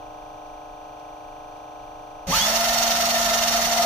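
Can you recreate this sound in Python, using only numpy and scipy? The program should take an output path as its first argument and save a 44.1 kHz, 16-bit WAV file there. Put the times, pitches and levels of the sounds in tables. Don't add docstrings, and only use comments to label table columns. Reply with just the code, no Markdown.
import sys
import numpy as np
from scipy import signal
from scipy.fft import rfft, irfft
from scipy.io import wavfile
from scipy.ndimage import uniform_filter1d

SR = 44100
rng = np.random.default_rng(int(sys.argv[2]) if len(sys.argv) > 2 else 0)


def dump(signal):
    limited = np.clip(np.atleast_2d(signal).T, -1, 1)
    pcm = np.round(limited * 32767).astype(np.int16)
    wavfile.write(sys.argv[1], SR, pcm)


def invert_db(level):
    return 10 ** (np.asarray(level, dtype=float) / 20)


N = 169785
TIME = np.arange(N) / SR
HZ = np.fft.rfftfreq(N, 1 / SR)
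START_S = 2.2693


def evened(x):
    return x / np.sqrt(np.mean(x ** 2) + 1e-20)


def read(points, hz):
    f, value = np.transpose(points)
    return np.interp(np.log(hz + 1), np.log(f + 1), value)


def colour(x, points, lo_hz=0, hi_hz=SR):
    gain = invert_db(read(points, HZ)) * (HZ > lo_hz) * (HZ < hi_hz)
    return evened(irfft(rfft(x) * gain, N))


def drift(rate_hz, count):
    points = N // 32 + 2
    z = rfft(rng.standard_normal((count, points)))
    f = np.fft.rfftfreq(points, 32 / SR)
    curves = irfft(z / (1 + (f / rate_hz) ** 2), points)
    return evened(np.repeat(curves, 32, 1)[:, :N])


def bump(centre_s, width_s):
    return np.exp(-((TIME - centre_s) / width_s) ** 2)


# frequency_hz, likeness [0-1]
NOISE_LIKENESS = [(30, .86), (200, .95), (700, .8), (1500, .55), (5000, .3), (8000, 0)]


def pair(x, likeness=NOISE_LIKENESS):
    z, same = rfft(x), np.clip(read(likeness, HZ), 0, 1)
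    shared, apart = np.sqrt((1 + same) / 2), np.sqrt((1 - same) / 2)
    return irfft(np.array([shared * z[0] + apart * z[1], shared * z[0] - apart * z[1]]), N)


CYCLE_HZ = 25.402
# multiple [of the cycle], left_db, right_db
BUZZ_STRONG = [(5, -67, -67), (11, -68, -65), (12, -55, -53), (13, -67, -66), (17, -61, -55), (18, -65, -77),
               (19, -56, -57), (21, -59, -78), (22, -59, -58), (23, -53, -56), (24, -51, -49), (25, -63, -60),
               (26, -61, -67), (27, -56, -58), (28, -48, -55), (29, -47, -47), (30, -51, -57), (31, -60, -64),
               (32, -48, -56), (33, -60, -60), (34, -52, -57), (35, -61, -55), (36, -53, -51), (37, -51, -54),
               (38, -61, -60), (39, -58, -65), (40, -68, -56), (41, -62, -51), (42, -68, -56),
               (49, -59, -68), (50, -60, -66), (51, -64, -65), (53, -63, -75), (58, -72, -66), (59, -62, -69),
             (65, -73, -68), (99, -67, -74), (100, -67, -71), (108, -79, -66), (111, -72, -71),
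             (139, -70, -74), (140, -76, -74), (173, -82, -73), (185, -77, -84), (231, -73, -75),
             (233, -79, -72), (237, -71, -69), (239, -75, -78)]
# frequency_hz, level_db [rms]
BUZZ_REST = [(100, -79), (1100, -72), (1900, -84.5), (2700, -82), (3550, -86), (4000, -87), (5000, -98.5),
             (5900, -84), (6900, -97.5)]
# frequency_hz, lead [radians]
BUZZ_LEAD = [(300, 0), (500, 1.0), (700, .7), (780, .2), (870, .8), (900, 2.9), (940, 4.2), (1040, .9)]


def buzz(count=270):
    rest_spread_db, waver_db, duck_db = 6.5, .6, -10
    tick_hz, tick_width_hz, tick_db, tick_at_cycle = 2375, 70, -73, .69
    k = np.arange(1, count + 1)
    chance = rng.standard_normal((count, 4))
    db = read(BUZZ_REST, k * CYCLE_HZ)[:, None] + rest_spread_db * chance[:, :2]
    for multiple, left_db, right_db in BUZZ_STRONG:
        db[round(multiple) - 1] = left_db, right_db
    lead = read(BUZZ_LEAD, k * CYCLE_HZ) + 1.2 * chance[:, 2] * (k > 66)
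    phase = 10 * chance[:, 3:] + np.stack([lead, -lead], 1) / 2
    off = (k * CYCLE_HZ - tick_hz) / tick_width_hz
    tick = abs(off) < 2
    db[tick] = (tick_db - 3 * off[tick] ** 2)[:, None]
    phase[tick] = (-2 * np.pi * tick_at_cycle * k[tick])[:, None]
    place = np.arange(4097) / 4096
    angle = 2 * np.pi * k[:, None] * place + phase.T[:, :, None]
    waves = np.sqrt(2) * invert_db(db).T[:, :, None] * np.cos(angle)
    out = np.zeros((2, N))
    for g, waver in enumerate(invert_db(waver_db * drift(4.1, count=6))):
        cycle = waves[:, g::6].sum(1)
        out += waver * np.array([np.interp(TIME * CYCLE_HZ % 1, place, side) for side in cycle])
    return out * invert_db(duck_db * np.clip((TIME - START_S) * 10, 0, 1))


# frequency_hz, level_db [per Hz]
ROOM = [(12, -44), (20, 5), (87, -15), (129, -9.5), (227, -35.5), (280, -23), (360, -46), (620, -120)]
HISS = [(250, -23), (700, -7), (1100, -9), (1900, -22), (2500, -14.5), (5500, -23), (7000, -26),
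        (15500, -25.5)]


def room():
    rumble = colour(pair(rng.standard_normal((2, N))), ROOM, hi_hz=267.5)
    hiss = colour(pair(rng.standard_normal((2, N))), HISS, lo_hz=216)
    side_db = np.array([[-.7], [.7]])
    return invert_db(-52.5 + side_db + 0.83 * drift(8.6, count=1)) * rumble + invert_db(-58.5) * hiss


# start_s, level_db
TICKS = [
    (.465, -50),
    (.994, -47),
    (1.18, -51),
    (1.568, -49),
    (1.82, -52),
    (2.105, -51),
]


def ticks():
    t, out = np.arange(900) / SR, np.zeros((2, N))
    band = signal.butter(2, [2800, 6000], 'band', fs=SR)
    for s, db in TICKS:
        snap = signal.lfilter(*band, rng.standard_normal((2, len(t))))
        out[:, round(s * SR):][:, :len(t)] += invert_db(db - 60 * t / .06) * snap
    return out


def spin_up():
    top_hz, from_s, time_constant_s = 231.1, 2.263, .07
    hz = top_hz * (1 - np.exp(-np.maximum(TIME - from_s, 0) / time_constant_s))
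    slow = np.clip(6 * (.97 - hz / top_hz), 0, 1)
    late = {1: np.clip(25 * (.89 - hz / top_hz), 0, 1), 3: np.clip(8 * (.99 - hz / top_hz), 0, 1)}
    return hz, np.cumsum(hz) / SR, slow, late


# start_s, effort_db
MOTOR = [
    (2.267, -11.5),
    (2.29, -4),
    (2.315, 2),
    (2.36, 7),
    (2.41, 4.5),
    (2.471, 5.5),
    (2.6, 4),
    (3.85, 3.5),
]
# start_s, clatter_db, whine_db
THROBS = [(2.564, 6, -6), (2.613, 4, -3), (2.652, 4.7, -11), (2.692, 5.4, -3.5), (2.74, 5, -9),
          (2.787, 5.5, -10), (2.83, 6.5, -13), (2.876, 5.5, 0), (2.916, 6, -6), (2.965, 5, -11),
          (3.016, 6, -9), (3.06, 5.5, -10), (3.106, 5.9, -11), (3.155, 5, -5.5), (3.191, 4, -4),
          (3.226, 4.5, -3), (3.259, 4.5, -6), (3.298, 5, -7), (3.346, 6, -10), (3.386, 4.5, -7),
          (3.435, 6.5, -6), (3.484, 6.5, -8), (3.535, 6, -12), (3.572, 6, -14), (3.622, 5, -14),
          (3.658, 6, -10), (3.729, 5.5, 1), (3.781, 5, 1), (3.829, 6.5, -7)]
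# start_s, level_db
WHINE = [(2.46, -4.5), (2.52, 1), (3.3, 0.5), (3.335, 4), (3.37, 1), (3.52, -1.5), (3.555, 7.5), (3.6, 1),
         (3.64, 0.5), (3.76, -0.5), (3.8, 5.5), (3.85, 6)]


def load():
    effort_db = np.interp(TIME, *np.transpose(MOTOR))
    clatter_db = sum(db * bump(s, .012) for s, db, _ in THROBS)
    clatter_db = clatter_db - 2.5 * np.clip((TIME - THROBS[0][0]) * 10 + 1, 0, 1)
    whine_db = np.interp(TIME, *np.transpose(WHINE)) + sum(db * bump(s, .008) for s, _, db in THROBS)
    return effort_db, clatter_db, whine_db


# multiple [of shaft speed], level_db, waver_hz
TONES = [(1, -39, .6), (2.8, -40, 12), (2.897, -37, 6), (3, -27.5, 3.5), (3.31, -43, 5), (3.9, -46, 5),
         (4, -46, 3), (5, -49, 4), (6, -45, 4), (7.9, -48, 12), (16.13, -45, 15), (23.88, -45, 20)]
# multiple [of shaft speed], frequency_hz, width_hz, boost_db
PASSES = [(7.9, 790, 110, 15), (7.9, 1200, 260, 23), (16.13, 2900, 300, 13), (16.13, 3370, 220, 17),
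          (23.88, 3300, 400, 14), (23.88, 4400, 420, 19)]


def shaft_tones(hz, turns, slow, late, effort_db, whine_db):
    wanders, swells, roughs = [drift(rate, count=len(TONES)) for rate in (26.5, 4.8, 60)]
    out = np.zeros(N)
    for (k, db, width_hz), wander, swell, rough in zip(TONES, wanders, swells, roughs):
        level_db = db - 20 * late.get(round(k), 0) + np.minimum(effort_db, 0) / 2
        level_db = level_db + 1.5 * slow * rough * (k > 7)
        if k == 3:
            level_db = level_db + whine_db
        else:
            level_db = level_db + 2.9 * min(width_hz / 4, 1) * swell * (1 - slow)
        for multiple, f, pass_hz, boost_db in PASSES:
            if multiple == k:
                level_db = level_db + boost_db * np.exp(-((k * hz - f) / pass_hz) ** 2)
        waver_hz = width_hz * (wander + 1.5 * slow * rough * (k > 10))
        out += invert_db(level_db) * np.sqrt(2) * np.cos(2 * np.pi * (k * turns + np.cumsum(waver_hz) / SR))
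    return out


# frequency_hz, likeness [0-1]
RATTLE_LIKENESS = [(220, .97), (320, .5), (540, .55), (680, .9), (820, .35), (1300, .65), (5000, .5),
                   (12000, .5)]


def gear_teeth(turns, effort_db, clatter_db, whine_db):
    clicks = invert_db(2.2 * np.minimum(rng.exponential(1, (2, N)), 4)) * (rng.random((2, N)) < 9000 / SR)
    strikes = evened(clicks * rng.choice([-1., 1.], (2, N))) + 1.2 * rng.standard_normal((2, N))
    once_a_turn, once_in_four = np.cos(2 * np.pi * turns), np.cos(np.pi * turns / 2)
    teeth = invert_db(0.5 * once_a_turn + 0.56 * once_in_four + 0.22 * drift(45, count=1))
    drive = teeth * pair(strikes, RATTLE_LIKENESS) * invert_db(effort_db) * (TIME > START_S)
    low, high = drive * invert_db(0.41 * whine_db), drive * invert_db(1.08 * clatter_db)
    bright = 1 / (1 + (1400 / (HZ + 1)) ** 4)
    return irfft(rfft(low) * (1 - bright) + rfft(high) * bright, N)


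def resonate(x, hz, width):
    r = np.exp(-np.pi * width / SR)
    poles = [1, -2 * r * np.cos(2 * np.pi * hz / SR), r * r]
    once = signal.lfilter([1, 0, -1], poles, x)
    return signal.lfilter([1, 0, -1], poles, once)


# frequency_hz, level_db [per Hz]
SHELL = [(160, -64), (280, -19), (524, -19.5), (689, -16), (1010, -7.5), (1240, -12.5), (5190, -12),
         (5630, -13), (7300, -15), (9490, -57), (16100, -120)]
FIZZ = [(6800, -54), (7200, 3), (8100, 1.5), (8600, 0), (9300, 1.5), (12000, 0.5)]
# frequency_hz, width_hz, level_db
RINGS = [(660, 364, -34), (875, 100, -48), (1230, 82, -42.5), (1304, 290, -38.5), (1806, 110, -41.5),
         (2016, 250, -42.5), (2806, 105, -48.5), (3706, 180, -41.5), (4386, 380, -41), (5560, 160, -37),
         (5850, 290, -37.5), (6495, 510, -39)]


def shell_rattle(drive, slow, clatter_db):
    out = invert_db(-24) * colour(drive, SHELL, 250, 7070)
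    for (f, width_hz, db), swell in zip(RINGS, drift(24, count=len(RINGS))):
        slow_db = -8 * slow * (f < 2100) + 4 * slow * (f > 5000)
        out = out + invert_db(db + slow_db + 2.2 * swell * (f > 700)) * evened(resonate(drive, f, width_hz))
    out = out + invert_db(-28) * colour(drive * invert_db(-.3 * clatter_db), FIZZ, lo_hz=6800)
    on = TIME > START_S
    return out / np.sqrt(N / on.sum()) * on


# frequency_hz, level_db [per Hz]
SHAKE = [(20, -15), (43, 4.5), (90, -8), (200, -0.5), (300, -22)]


def bench_shake(slow):
    return invert_db(-44 + 8 * slow) * colour(pair(rng.standard_normal((2, N))), SHAKE, hi_hz=314.0)


# frequency_hz, lead [radians]
RATTLE_LEAD = [(300, .15), (3200, .15), (4900, 3), (12000, 3.2), (14000, 5.5)]
# frequency_hz, difference_db
SIDEWAYS = [(200, -2.3), (450, -0.5), (700, 1), (2000, 0.5), (4000, -3), (6000, -7), (8000, -1.5),
            (12000, 0.7)]
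# from_hz, to_hz, level_db
CENTRE_DIPS = [(8300, 9050, -8.5), (9750, 10600, -6.5), (15150, 15500, -6)]


def paths(x, spread=0.81, from_hz=900):
    scatter = rng.standard_normal(len(HZ))
    scatter = evened(uniform_filter1d(uniform_filter1d(scatter, 300), 300))
    turn = read(RATTLE_LEAD, HZ) / 2 + spread * scatter * HZ ** 2 / (HZ ** 2 + from_hz ** 2)
    side = invert_db(read(SIDEWAYS, HZ) / 2)
    left, right = rfft(x) * np.array([side * np.exp(1j * turn), np.exp(-1j * turn) / side])
    centre_db = sum(db * (HZ > lo) * (HZ < hi) for lo, hi, db in CENTRE_DIPS)
    lost = (left + right) / 2 * (1 - invert_db(centre_db))
    return irfft(np.array([left - lost, right - lost]), N)


def motor():
    hz, turns, slow, late = spin_up()
    effort_db, clatter_db, whine_db = load()
    tones = shaft_tones(hz, turns, slow, late, effort_db, whine_db) * (TIME > START_S)
    drive = gear_teeth(turns, effort_db, clatter_db, whine_db)
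    rattle = shell_rattle(drive, slow, clatter_db)
    out = paths(rattle) + paths(tones, spread=.35) + bench_shake(slow)
    return out * np.clip((TIME - START_S) * 1500, 0, 1)


# start_s, pitch_hz, level_db, t60_s
JERK = [
    (2.282, 165, -24, 0.15),
    (2.298, 41, -33, 0.18),
    (2.285, 260, -32, 0.21),
    (2.27, 550, -34, 0.72),
    (2.315, 880, -29.5, 0.79),
    (2.39, 3195, -19, .12),
    (3.813, 1245, -26, 0.19),
]


def jerk():
    rise_s, out = 0.0096, np.zeros(N)
    for s, hz, db, t60 in JERK:
        t = np.maximum(TIME - s, 0)
        out += invert_db(db - 60 * t / t60) * np.minimum(t / rise_s, 1) * np.sqrt(2) * np.sin(2 * np.pi * hz * t)
    return out


def scene():
    return buzz() + room() + ticks() + motor() + jerk()


def band_limit(x):
    return signal.sosfilt(signal.butter(12, 15490, fs=SR, output="sos"), x)


def record(dry):
    edge_hz = 15490
    mix = irfft(rfft(dry) * (HZ < edge_hz), N)
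    return band_limit(mix)


dry = scene()
out = record(dry)
dump(out)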